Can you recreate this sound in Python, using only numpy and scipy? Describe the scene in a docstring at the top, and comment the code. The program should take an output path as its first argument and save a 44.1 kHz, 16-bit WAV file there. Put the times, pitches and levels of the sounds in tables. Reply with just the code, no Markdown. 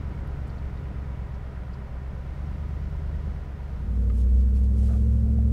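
"""A lumpy burble with rushing gas and a few light ticks: a V8 pickup creeps along at a fast idle,
heard from underneath, beside its tailpipe. The two rows (banks) of cylinders take uneven turns
to fire, and each firing pushes out a puff of gas. The sound then fades over to the closed cab,
where the revs climb, the body booms, trim knocks, loose metal jingles and cloth rustles softly."""
import sys
import numpy as np
from scipy import signal
from scipy.fft import rfft, irfft, next_fast_len
from scipy.io import wavfile

SR = 44100
rng = np.random.default_rng(int(sys.argv[2]) if len(sys.argv) > 2 else 0)


def generate_wav(sig):
    """Save sig (samples, or channels by samples) to the path in sys.argv[1] as 16-bit PCM at SR."""
    pcm = np.round(np.clip(np.atleast_2d(sig).T, -1, 1) * 32767).astype(np.int16)
    wavfile.write(sys.argv[1], SR, pcm)


N = 243431

# the bank that each of the eight firings in an engine cycle leaves by: 1 near, 0 far
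NEAR_BANK = [1, 0, 0, 1, 0, 1, 1, 0]
# engine speed heard in the cab: t/s, speed/rpm
RPM_CAB = [(3.72, 1375), (3.92, 1439), (4.17, 1457), (4.47, 1528), (5.18, 1641), (5.5, 1666)]
# pitches at which the cab's air rings: f/Hz, width/Hz, boost of a tone/dB, level in the growl/dB
CAB_MODES = [(226, 8.6, 25, -13), (472, 16, 7.5, -4.5)]

IDLE_RPM, BOOM_RPM, BOOM_WIDTH_RPM = 1060, 1505, 53
# Below, "revs" is the speed above idle (in the cab: above BOOM_RPM), in hundreds of rpm.
# A tone's "order" is how many times it vibrates in one engine cycle.


def tailpipe_note(cycles, revs, t):
    """The firing tone beats against its neighbours: a V8's lope. It takes over when the engine pulls."""
    # strong tones: order, level/dB, change/dB per 100 rpm, change/dB per s, change at full pull/dB
    lope_tones = [(8, -36.2, 0.5, -0.1, 4.3), (7, -38.3, 0.5, -0.9, -1.3), (5, -43.5, 10, 0.6, 2)]
    # overtones: order, relative level/dB, change at full pull/dB
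    overtones = [(3, -12, -1), (4, -24, 5), (6, -26, 13), (9, -17, 6), (10, -25, 1), (11, -14, 5),
                 (13, -12, 0.5), (14, -21, 1.5), (15, -17, 2), (16, -8.5, 1), (17, -24, 4), (18, -36, 13),
                 (19, -22, 4), (20, -25, 5), (21, -21, 4), (22, -35, 13), (24, -21, 2), (26, -31, 2),
                 (29, -32, 3), (33, -27, -3), (35, -31, -4), (37, -36, 9)]
    pull = np.clip(revs / .4, 0, 1) ** 2  # full from 40 rpm above idle
    lope = edge = 0
    for order, db, revs_db, settle_db, pull_db in lope_tones:
        gain = from_db(db + revs_db * revs + settle_db * t + pull_db * pull)
        lope += gain * engine_tone(cycles, order, bank_lag=.092, waver_db=1.4)
    overtone_db = -32.5 + 2 * revs - 1.12 * t
    ahead = cycles + .58  # the overtones throb out of step with the lope
    for order, db, pull_db in overtones:
        gain = from_db(overtone_db + db + pull_db * pull)
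        edge += gain * engine_tone(ahead, order, bank_lag=0, waver_db=1.2)
    return lope - edge


def cab_drone(cycles, revs, boom):
    """The cab booms on order 5; weaker tones swell as they climb through the pitches its air rings at."""
    # strong tones: order, level/dB, change/dB per 100 rpm, change at full boom/dB
    strong_tones = [(5, -24, 1.4, 6.5), (8, -29, 1, -10.5), (16, -37.5, 3, -1.5)]
    # weaker tones: order, relative level/dB
    weak_tones = [(3, -13), (4, -9), (6, -17), (7, -9), (9, -8), (10, -17), (11, -16), (13, -10.5),
                  (14, -12), (15, -17.5), (17, -34), (18, -29), (19, -23), (23, -29), (29, -30), (30, -28),
                  (32, -24.5), (34, -28), (35, -28), (37, -31), (38, -28), (39, -26)]
    cycle_hz = np.gradient(cycles) * SR
    drone = np.zeros(N)
    for order, db, revs_db, boom_db in strong_tones:
        gain = from_db(db + revs_db * revs + boom_db * boom)
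        drone += gain * engine_tone(cycles, order, bank_lag=.024, waver_db=.6)
    for order, db in weak_tones:
        boost_db = sum(boost * nearness(order * cycle_hz, hz, width) for hz, width, boost, _ in CAB_MODES)
        gain = from_db(-38 + 2.5 * revs + db + boost_db)
        drone += gain * engine_tone(cycles, order, bank_lag=.024, waver_db=1.6)
    return drone


def cab_growl(cycles, revs, boom):
    """Muffled exhaust and road noise come through the floor and ring in the cab's air."""
    # tone colour of the growl: f/Hz, relative level/dB
    spectrum = [(12, -16), (30, -4), (52, -1.5), (85, -7.5), (140, -14), (190, -14), (230, -20.5),
                (290, -18), (350, -25.5), (440, -24.3), (540, -25.5), (660, -33), (850, -38.3),
                (1300, -40.3), (2500, -50.5), (6000, -66.5)]
    clicks = firings(cycles, offset=.536, far_bank_db=-8.5, uneven_db=5)
    growl = coloured(puffs(clicks, decay_s=.0044, depth=.08), spectrum)
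    ringing = sum(from_db(db) * resonance(growl, hz, width) for hz, width, _, db in CAB_MODES)
    return from_db(-35.5 - .5 * revs - boom) * rms_one(growl + ringing)


def pipe_flutter(clicks):
    """No two firings are alike, so a low flutter comes out of the pipe."""
    # what the muffler and pipe let through: f/Hz, relative level/dB
    muffler = [(10, -13), (27, 0), (45, -4), (62, -7), (85, -3), (135, -16.5), (165, -11.5), (190, -3),
               (235, -18.5), (400, -48.5), (900, -62.5)]
    return from_db(-43.3) * coloured(puffs(clicks, decay_s=.007, depth=1), muffler)


def gas_rush(clicks, t):
    """Gas rushes out with each firing, rings in the hollows under the truck and slowly eases off."""
    # tone colour of the gas and engine clatter: f/Hz, relative level/dB
    spectrum = [(140, -21), (230, -1.5), (294, -3.5), (355, -4.5), (420, -2.5), (606, -2.5), (690, -6.5),
                (810, -7), (865, -11.5), (930, -9.5), (1290, -14), (1870, -18), (3000, -25), (5020, -42.5),
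                (8000, -43), (15500, -65)]
    # hollows under the body: f/Hz, width/Hz, relative level/dB
    hollows = [(402, 20.5, 2), (533, 27, -16), (746, 62, -8), (987, 81, 1.5), (1252, 43, 1.5),
               (1428, 214, 1), (1875, 38, -2), (1900, 480, -1.5), (2080, 35, -6), (2215, 35, -4)]
    rush = coloured(puffs(clicks, decay_s=.0027, depth=.13), spectrum)
    ringing = sum(from_db(db) * resonance(rush, hz, width) for hz, width, db in hollows)
    return from_db(-47.5 - .63 * t) * rms_one(rush + ringing)


def bark(cycles, revs, t):
    """Once a cycle the strongest firing slaps the tailpipe: louder with the revs, softer over time."""
    # pitches at which the tailpipe rings: f/Hz, width/Hz, relative level/dB
    pipe_modes = [(283, 59, 4), (404, 63, -3.5)]
    at = np.flatnonzero(np.diff(np.floor(cycles - .7)))
    slaps = np.zeros(N)
    slaps[at] = from_db(1.5 * rng.standard_normal(len(at)))
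    ringing = sum(from_db(db) * resonance(resonance(slaps + 1e-18, hz, width), hz, 4 * width)
                  for hz, width, db in pipe_modes)
    return from_db(-56 + 14 * revs - 3 * t) * rms_one(ringing)


def ticks():
    """Parts of the chassis and trim touch lightly, and at 3.27 s the exhaust gives one low pop; each is a short
    burst of ringing noise."""
    # touches, and one exhaust pop at 3.271 s: t/s, level/dB, f/Hz, width/Hz, rise/s, decay/s
    touches = [(.2745, -59, 10800, 1700, .0003, .002), (.471, -57.5, 7800, 5000, .007, .009),
               (.492, -56.5, 4350, 750, .003, .012), (.579, -58, 4000, 700, .002, .01),
               (.772, -60, 3900, 700, .002, .01), (1.342, -61, 4500, 1100, .002, .01),
               (1.731, -52.5, 4600, 800, .006, .01), (3.271, -42, 600, 160, .001, .008),
               (4.097, -49.5, 1450, 900, .001, .006), (4.144, -62, 8800, 2200, .001, .003),
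               (4.176, -61, 9500, 2500, .001, .004), (4.204, -63, 6500, 3000, .001, .004),
               (4.398, -63, 3700, 2000, .003, .012), (4.561, -61, 4600, 2000, .002, .007),
               (4.655, -63, 3500, 2000, .003, .012), (4.829, -45.5, 660, 110, .001, .01),
               (4.88, -48.5, 1230, 200, .008, .035), (4.893, -44, 640, 120, .005, .026),
               (4.932, -49.5, 1200, 240, .004, .016), (4.943, -47, 680, 80, .006, .024),
               (5.256, -44.5, 660, 55, .007, .016), (5.385, -42, 660, 65, .002, .014)]
    out, grit = np.zeros(N), rng.standard_normal(N)
    for start_s, db, hz, width_hz, rise_s, decay_s in touches:
        shape = burst(start_s, rise_s, decay_s)
        ringing = resonance(resonance(grit, hz, 2 * width_hz), hz, 2 * width_hz)
        out += from_db(db) * np.sqrt(np.mean(shape ** 2)) * rms_one(shape * ringing)
    return out


def knock(t, start_s):
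    """One soft blow sets a plastic panel ringing briefly."""
    # pitches of the panel: f/Hz, level/dB, decay/s
    panel_modes = [(950, -47.5, .005), (1240, -41.5, .008), (1640, -47, .005), (2050, -52.5, .007)]
    return sum(from_db(db) * burst(start_s, .001, decay_s) * np.sin(2 * np.pi * hz * (t - start_s))
               for hz, db, decay_s in panel_modes)


def jingle():
    """A small piece of loose metal chatters in short runs, always at the same pitches."""
    # pitches of the metal: f/Hz, width/Hz, relative level/dB
    metal_modes = [(2570, 90, -4), (2800, 50, 1), (4330, 70, 0), (4530, 70, 0), (5550, 70, -5),
                   (9250, 120, -6), (9900, 200, -6)]
    # touches: t/s, level/dB, decay/s
    touches = [(4.285, -71, .03), (4.372, -69, .03), (4.48, -71, .035), (4.559, -59.5, .02),
               (4.64, -69, .025), (4.7, -72, .02)]
    chatter = rng.standard_normal(N)
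    ringing = rms_one(sum(from_db(db) * resonance(chatter, hz, width) for hz, width, db in metal_modes))
    return ringing * sum(from_db(db) * burst(start_s, .002, decay_s) for start_s, db, decay_s in touches)


def cloth_rustle(t):
    """Cloth brushes near by: a faint, grainy hiss that swells and fades with each stroke."""
    # tone colour of the cloth: f/Hz, relative level/dB
    spectrum = [(900, -7.5), (2500, 4), (4500, 2), (6000, 2), (8000, 1.5), (9800, 0.5), (11500, -5),
                (15500, -15)]
    # strokes: middle t/s, half length/s, level/dB
    strokes = [(4.192, .035, -62), (4.372, 0.06, -68), (4.574, 0.029, -65.5), (4.645, 0.016, -64.5),
               (4.785, .016, -63), (4.842, 0.038, -62.5), (4.897, 0.097, -62), (5.112, 0.12, -71)]
    fibres = rng.standard_normal(N) * from_db(1.2 * drift(150))
    stroke_power = sum(from_db(db) ** 2 * np.exp(-((t - middle_s) / half_s) ** 2)
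                       for middle_s, half_s, db in strokes)
    return np.sqrt(from_db(-68) ** 2 + stroke_power) * coloured(fibres, spectrum)


def air_hiss(revs):
    """Air hisses smoothly from the engine bay, louder as the revs rise."""
    # tone colour of the hiss: f/Hz, relative level/dB
    spectrum = [(1500, -5), (3000, 3), (5200, -2), (8000, -12), (10500, -14), (15500, -19)]
    return from_db(-66.5 + 2.5 * revs) * coloured(rng.standard_normal(N), spectrum)


def engine_cycles(rpm, start):
    """Running count of engine cycles: one for every two turns of the crankshaft."""
    return start + np.cumsum(rpm) / (2 * 60 * SR)


def engine_tone(cycles, order, bank_lag, waver_db):
    """One wavering exhaust tone; a longer pipe delays the far bank's pulses by bank_lag cycles."""
    far = 1 - np.array(NEAR_BANK)
    arrival = np.arange(len(far)) / len(far) + bank_lag * far
    phase = np.angle(np.sum(.9 ** far * np.exp(-2j * np.pi * order * arrival)))
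    return np.sqrt(2) * from_db(waver_db * drift(7)) * np.sin(2 * np.pi * order * cycles + phase)


def firings(cycles, offset, far_bank_db, uneven_db):
    """One click for each firing; the two banks take uneven turns, which makes the burble."""
    count = np.floor((cycles + offset) * len(NEAR_BANK)).astype(int)
    at = np.flatnonzero(np.diff(count))
    far = 1 - np.array(NEAR_BANK)[count[at + 1] % len(NEAR_BANK)]
    clicks = np.zeros(N)
    clicks[at] = from_db(far_bank_db * far + uneven_db * rng.standard_normal(N)[at])
    return clicks


def puffs(clicks, decay_s, depth):
    """The noise of swirling gas, which swells with each firing and then falls back."""
    swell = rms_one(signal.lfilter([1], [1, -np.exp(-1 / (decay_s * SR))], clicks))
    return rng.standard_normal(N) * (1 + depth * swell)


def burst(start_s, rise_s, decay_s):
    """The loudness of one touch: it rises quickly and dies away."""
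    age = np.maximum(np.arange(N) / SR - start_s, 0)
    return (1 - np.exp(-age / rise_s)) * np.exp(-np.minimum(age / decay_s, 20))


def coloured(x, spectrum):
    """Give x the tone colour of a table (f/Hz, level/dB), at an average level of 1."""
    size = 2 * next_fast_len(N)
    hz, level_db = np.transpose(spectrum)
    bins_hz = np.maximum(np.arange(size // 2 + 1) * SR / size, 1)
    response_db = np.interp(np.log(bins_hz), np.log(hz), level_db)
    cepstrum = irfft(np.log(from_db(response_db)))
    response = np.exp(rfft(2 * cepstrum[:size // 2], size))  # rings after a sound, never before
    return rms_one(irfft(rfft(x, size) * response)[:N])


def resonance(x, hz, width_hz):
    """Let x ring around one pitch; a smaller width rings longer."""
    r = np.exp(-np.pi * width_hz / SR)
    feedback = [1, -2 * r * np.cos(2 * np.pi * hz / SR), r * r]
    return signal.lfilter(np.array([1, 0, -1]) * (1 - r * r) / 2, feedback, x)


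def drift(rate_hz):
    """A smooth random wobble of typical size 1, worked out every 40 samples."""
    r = np.exp(-80 * np.pi * rate_hz / SR)
    slow = signal.lfilter([1], [1, -2 * r, r * r], rng.standard_normal(N // 40 + 2002))[2000:]
    return np.interp(np.arange(N) / 40, np.arange(len(slow)), rms_one(slow))


def nearness(x, centre, width):
    """1 at the centre, falling to a half at one width away."""
    return 1 / (1 + ((x - centre) / width) ** 2)


def from_db(db):
    """Turn decibels into a number to multiply by."""
    return 10 ** (np.asarray(db) / 20)


def rms_one(x):
    """Scale to an average (root mean square) level of 1."""
    return x / np.sqrt(np.mean(x ** 2) + 1e-20)


def under_truck(t):
    """The exhaust and the engine's hiss at a fast idle."""
    # engine speed heard under the truck: t/s, speed/rpm
    speeds = [(0.0, 1072), (0.51, 1066), (1.86, 980), (1.97, 987), (2.45, 1096), (3.3, 1100), (3.53, 1031),
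              (3.75, 1077)]
    rpm = np.interp(t, *np.transpose(speeds))
    cycles, revs = engine_cycles(rpm, start=.689), (rpm - IDLE_RPM) / 100
    clicks = firings(cycles, offset=.484, far_bank_db=-4, uneven_db=1)
    noise = pipe_flutter(clicks) + gas_rush(clicks, t) + air_hiss(revs)
    return tailpipe_note(cycles, revs, t) + bark(cycles, revs, t) + noise


def in_cab(t):
    """The engine climbs through the speed at which the cab's body booms, and cloth rustles."""
    rpm = np.interp(t, *np.transpose(RPM_CAB))
    cycles, revs = engine_cycles(rpm, start=.883), (rpm - BOOM_RPM) / 100
    boom = nearness(rpm, BOOM_RPM, BOOM_WIDTH_RPM)
    return cab_growl(cycles, revs, boom) + cloth_rustle(t) + cab_drone(cycles, revs, boom)


def scene():
    """Under the truck first; that fades out while the cab fades in."""
    t = np.arange(N) / SR
    outside = np.clip((4.17 - t) / .39, 0, 1)  # gone at 4.17 s
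    inside = np.clip(1 - (4.03 - t) / .34, 0, 1)  # full at 4.03 s
    mix = outside * under_truck(t) + inside * in_cab(t) + ticks() + knock(t, start_s=4.098) + jingle()
    return mix[None, :]


def record(dry):
    """The microphone loses the deepest bass; the highest treble is cut steeply."""
    thinned = signal.sosfilt(signal.butter(2, 12, "high", fs=SR, output="sos"), dry)
    return signal.sosfilt(signal.ellip(12, .1, 90, 15700, fs=SR, output="sos"), thinned)


dry = scene()
out = record(dry)
generate_wav(out)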